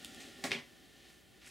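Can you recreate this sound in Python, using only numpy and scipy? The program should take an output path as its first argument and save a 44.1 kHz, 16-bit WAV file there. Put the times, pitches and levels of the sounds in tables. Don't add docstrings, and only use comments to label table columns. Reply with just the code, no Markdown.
import sys
import numpy as np
from scipy import signal
from scipy.fft import rfft, irfft
from scipy.io import wavfile
from scipy.ndimage import uniform_filter1d

SR = 44100
rng = np.random.default_rng(int(sys.argv[2]) if len(sys.argv) > 2 else 0)


def unload_audio(sound):
    columns = np.transpose(np.atleast_2d(sound))
    steps = np.round(np.clip(columns, -1, 1) * 32767)
    wavfile.write(sys.argv[1], SR, steps.astype(np.int16))


N = 66150
T, FREQS = np.arange(N) / SR, np.fft.rfftfreq(N, 1 / SR)


def amp(db):
    return 10 ** (np.asarray(db) / 20)


def unit(x):
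    return x / np.sqrt(np.mean(x ** 2) + 1e-20)


def curve(points, hz=FREQS):
    point_hz, value = np.transpose(points)
    return np.interp(np.log(hz + 1), np.log(point_hz + 1), value)


def colour(x, db):
    cepstrum = irfft(np.log(amp(db)), N)
    folded = cepstrum * (1 + np.sign(N / 2 - np.arange(N))) - cepstrum[0] * (T == 0)
    return irfft(rfft(x) * np.exp(rfft(folded)), N)


def stereo_noise(likeness):
    a, b = rfft(rng.standard_normal((2, N)))
    alike = np.clip(curve(likeness), -1, 1)
    mid, side = a * np.sqrt((1 + alike) / 2), b * np.sqrt((1 - alike) / 2)
    return irfft(np.array([mid + side, mid - side]), N)


def clicks(rows):
    return sum(amp(db) * (np.arange(N) == round(start * SR)) for start, db in rows)


def excite(x, response):
    return signal.fftconvolve(x[None], response, axes=1)[:, :N]


def ring(tones, start, rise_s, spread=0):
    t = np.maximum(T - start, 0)
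    phases = spread * rng.uniform(-0.47, 0.64, (len(tones), 1, 1)) * np.array([[1], [-1]])
    fading = sum(amp(db - 60 * t / fade_s) * np.sin(2 * np.pi * hz * t + phase)
                 for (hz, db, fade_s), phase in zip(tones, phases))
    return (1 - np.exp(-t / rise_s)) * fading


# frequency in Hz, seconds to fade by 60 dB.
ROOM_FADE = [(150, 0.35), (500, 0.34), (2200, 0.26), (5000, 0.23), (12000, 0.23)]
# frequency in Hz, likeness from 0 to 1.
ROOM_LIKENESS = [(100, 0.8), (400, 0.9), (700, .78), (1200, 0.7), (2200, 0.93), (4200, 0.91), (6800, 1),
                 (13000, 0.3)]

def room(x, wet_db):
    hz, t, bands = signal.stft(stereo_noise(ROOM_LIKENESS), SR, nperseg=256)
    fade = amp(-60 * t / curve(ROOM_FADE, hz)[:, None])
    tail = signal.istft(bands * fade, SR, nperseg=256)[1][:, :N]
    tail *= 1 - np.exp(-T / 0.0059)
    return amp(wet_db) * excite(x, tail / np.linalg.norm(tail[0]))


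# delay in seconds, left gain, right gain.
BOUNCES = [(.0028, .45, .35), (.0032, 0.44, .3), (.0036, 0.13, 0.29), (.0072, .15, .2), (.0125, .2, .15),
           (0.021, .2, .2)]

def with_bounces(x, echo_db, dull_hz=3500):
    dull = signal.lfilter(*signal.butter(1, dull_hz, fs=SR), x)
    echoes = sum(np.outer([left, right], np.interp(T - delay, T, dull, left=0))
                 for delay, left, right in BOUNCES)
    return x + amp(echo_db) * echoes


# frequency in Hz, likeness from 0 to 1.
CHATTER_LIKENESS = [(100, 0.85), (700, 1), (2200, 0.8), (4200, 0.9), (7000, 0.87), (13000, 0.6)]

def chatter(x, db, fade_s):
    burst = stereo_noise(CHATTER_LIKENESS) * np.exp(-T / fade_s)
    return amp(db) * excite(x, burst / np.linalg.norm(burst[0]))


# frequency in Hz, relative level in dB.
HISS_COLOUR = [(20, -25), (45, -2.5), (80, 0.5), (150, -1), (200, 0), (260, -4), (350, 1.5), (500, -8),
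               (570, -7.5), (780, -14), (1000, -15.5), (1400, -13.5), (1800, -10), (2300, -14),
               (3300, -15.5), (4400, -16.5), (5300, -25), (7000, -21.5), (10000, -20), (16000, -22)]
RUSH_COLOUR = [(40, -17.5), (130, -7.5), (240, 2), (380, -2), (500, -7), (560, -5.5), (650, -12.5),
               (780, -3), (950, -27.5), (1400, -9), (1680, -14.5), (1790, -2), (1920, -9.5), (2300, -12.5),
               (3150, -8), (4000, -11), (7000, -18), (10000, -21.5), (15000, -28.5)]
# frequency in Hz, likeness from 0 to 1.
HISS_LIKENESS = [(40, 0.45), (100, 0.24), (230, 0.063), (700, 0.2), (1300, 0.68), (2300, 0.76), (4300, 1),
                 (7000, 0.9), (13000, 0.081)]
RUSH_LIKENESS = [(100, 0.78), (300, .85), (1200, 0.91), (2300, 0.94), (4500, 1), (7000, 1), (13000, 0.3)]
# time in seconds, level in dB.
RUSH_LOUDNESS = [(0, -54), (.08, -53.5), (.17, -53), (.28, -53), (.35, -56.5), (.45, -53), (.68, -62),
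                 (.8, -62), (.95, -62), (1.1, -62), (1.22, -69), (1.5, -61)]
# frequency in Hz, level in dB.
HUM_TONES = [(60, -75.5), (1775, -78), (1825, -87), (3125, -82.5)]

def background():
    hiss = amp(-64.5) * unit(colour(stereo_noise(HISS_LIKENESS), curve(HISS_COLOUR)))
    rush_level = amp(np.interp(T, *np.transpose(RUSH_LOUDNESS)))
    rush = rush_level * unit(colour(stereo_noise(RUSH_LIKENESS), curve(RUSH_COLOUR)))
    hum = sum(amp(db) * np.sqrt(2) * np.sin(2 * np.pi * (hz * T + rng.random()))
              for hz, db in HUM_TONES)
    return hiss + rush + hum


# start, rise and fade in seconds, level in dB, centre in Hz, width in octaves.
RUB_STROKES = [(0.198, 0.0064, 0.056, -53.5, 2360, 0.69), (.201, .003, 0.049, -54.5, 6500, 0.47),
               (.88, 0.2, 0.12, -65, 2700, 0.93), (1.071, 0.026, 0.11, -69.5, 8050, 0.65),
               (1.408, 0.019, 0.27, -58, 2310, 0.85), (1.43, 0.048, 0.04, -58, 7060, 0.49),
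               (1.461, 0.0092, 0.017, -55, 2010, 0.45)]

def rubs():
    out = np.zeros((2, N))
    for start, rise, fade, db, hz, octaves in RUB_STROKES:
        band_db = -4.3 * (np.log2((FREQS + 1) / hz) / octaves) ** 2
        grain = amp(2.5 * unit(uniform_filter1d(rng.standard_normal(N), size=90)))
        noise = colour(stereo_noise(RUSH_LIKENESS), np.maximum(band_db, -40))
        swell = np.clip((T - start) / rise, 0, 1)
        decay = np.exp(-np.maximum(T - start - rise, 0) / fade)
        out += amp(db) * swell * decay * unit(grain * noise)
    return out


# start in seconds, relative level in dB.
TICK_HITS = [(0.0283, -24), (0.0474, -8.5), (0.057, -19), (0.147, -18.5)]
# frequency in Hz, relative level in dB.
TICK_TONE = [(200, -21), (2000, -16.5), (2800, -7.5), (3300, -1), (4200, -8.5), (5500, -15), (8500, -8),
             (11000, -17), (16000, -27)]

def ticks():
    hits = colour(clicks(TICK_HITS), curve(TICK_TONE))
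    return (with_bounces(hits, echo_db=-12) + chatter(hits, db=-3.5, fade_s=0.0018)
            + room(hits, wet_db=-4))


# start in seconds, relative level in dB.
BOARD_THUDS = [(.384, -55.5), (0.484, -46.5), (0.5059, -43), (0.516, -46), (0.545, -42), (.567, -47.5)]
# frequency in Hz, relative level in dB, seconds to fade by 60 dB.
BOARD_RING = [(146, -10.5, 0.16), (241.2, 2.5, 0.19), (390, 2.5, 0.14), (576, -13, 0.17), (820, -11, 0.097),
              (1101, -11, .13)]

def board():
    thuds = sum(amp(db) * ring(BOARD_RING, start, rise_s=0.0032) for start, db in BOARD_THUDS)
    return thuds + room(thuds[0], wet_db=-17.5)


# frequency in Hz, relative level in dB, seconds to fade by 60 dB.
TABLE_RING = [(165.5, -20, 0.4), (255, 0.5, 0.067), (397, -10.5, 0.067), (576, -5, 0.076), (721, -4, 0.069),
              (790, -5, 0.066), (1105, -7, 0.055), (1382, -8.5, 0.069), (1655, -9, 0.061),
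              (1897, -11.5, 0.093), (2153, -14, .08)]

def table(lag_s=0.00207):
    thump = amp(-29) * ring(TABLE_RING, HANDLE_HITS[1][0] + lag_s, rise_s=0.003)
    return thump + room(thump[0], wet_db=-25)


# start in seconds, relative level in dB.
HANDLE_HITS = [(0.439, -7.5), (0.4413, -4), (0.4553, -15.5)]
# frequency in Hz, relative level in dB.
HANDLE_TONE = [(60, -25), (200, -2), (400, -6.5), (700, -6), (1200, -9.5), (2100, -3.5), (3000, -10.5),
               (4400, -8), (6000, -12), (9400, -15), (12500, -24.5), (16000, -26)]

def handle():
    knocks = [colour(clicks([hit]), curve(HANDLE_TONE)) for hit in HANDLE_HITS]
    return sum(amp(-2) * with_bounces(knock, echo_db=-16) + chatter(knock, db=3.5, fade_s=0.0034)
               + room(knock, wet_db=6.5) for knock in knocks)


# start in seconds, relative level in dB.
BLADE_HITS = [(0.5085, -14.5), (.5104, -10.5), (0.5174, 1), (0.5494, -27), (0.5898, -20)]
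# frequency in Hz, relative level in dB.
BLADE_TONE = [(60, -22.5), (150, -3.5), (300, -5.5), (700, -6), (1300, -7), (2200, 2.5), (3200, -0.5),
              (4400, -5.5), (6000, -10), (7000, -16), (8500, -17.5), (12500, -27.5), (16000, -37)]
# frequency in Hz, relative level in dB, seconds to fade by 60 dB.
KNIFE_RING = [(1410, -7, .16), (1775, -7, .26), (1915, -5, .28), (2028, 0, .32), (2120, -4, .25),
              (2175, -3, .2), (2237, -2, .28), (2422, -1, .27), (2490, -4, .25), (2783, -1, .23),
              (2880, -5, .22), (3173, -3, .27), (3297, -4, .27), (4107, -6, .2)]
SLAP_RING = [(2530, 3.8, 0.003)]

def blade(soft_hz=6500, slap_lag_s=0.0024):
    hits = clicks(BLADE_HITS)
    clacks = colour(hits, curve(BLADE_TONE))
    softened = signal.lfilter(*signal.butter(2, soft_hz, fs=SR), clacks)
    direct = amp(-1) * with_bounces(softened, echo_db=-6.5)
    ringing = amp(-47) * excite(hits, ring(KNIFE_RING, 0, rise_s=0.0017, spread=1.2))
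    hardest_at = max(BLADE_HITS, key=lambda hit: hit[1])[0]
    slap = ring(SLAP_RING, hardest_at + slap_lag_s, rise_s=0.0052)
    return direct + chatter(clacks, db=-5, fade_s=0.003) + room(clacks, wet_db=0.5) + ringing + slap


def scene():
    return handle() + table() + blade() + board() + ticks() + rubs() + background()


# centre in Hz, width in Hz, change in dB.
MIC_DIPS = [(202, 16, -0.5), (491.6, 20, -10), (900, 40, -4.5), (1306, 43, -8), (1551, 48, -7)]

def record(dry, top_hz=15850):
    dips_db = sum(db * np.exp(-((FREQS - hz) / width) ** 2) for hz, width, db in MIC_DIPS)
    treble_cut = signal.firwin(511, top_hz, window=("kaiser", 9), fs=SR)
    return signal.oaconvolve(colour(dry, dips_db), treble_cut[None], "same")


dry = scene()
out = record(dry)
unload_audio(out)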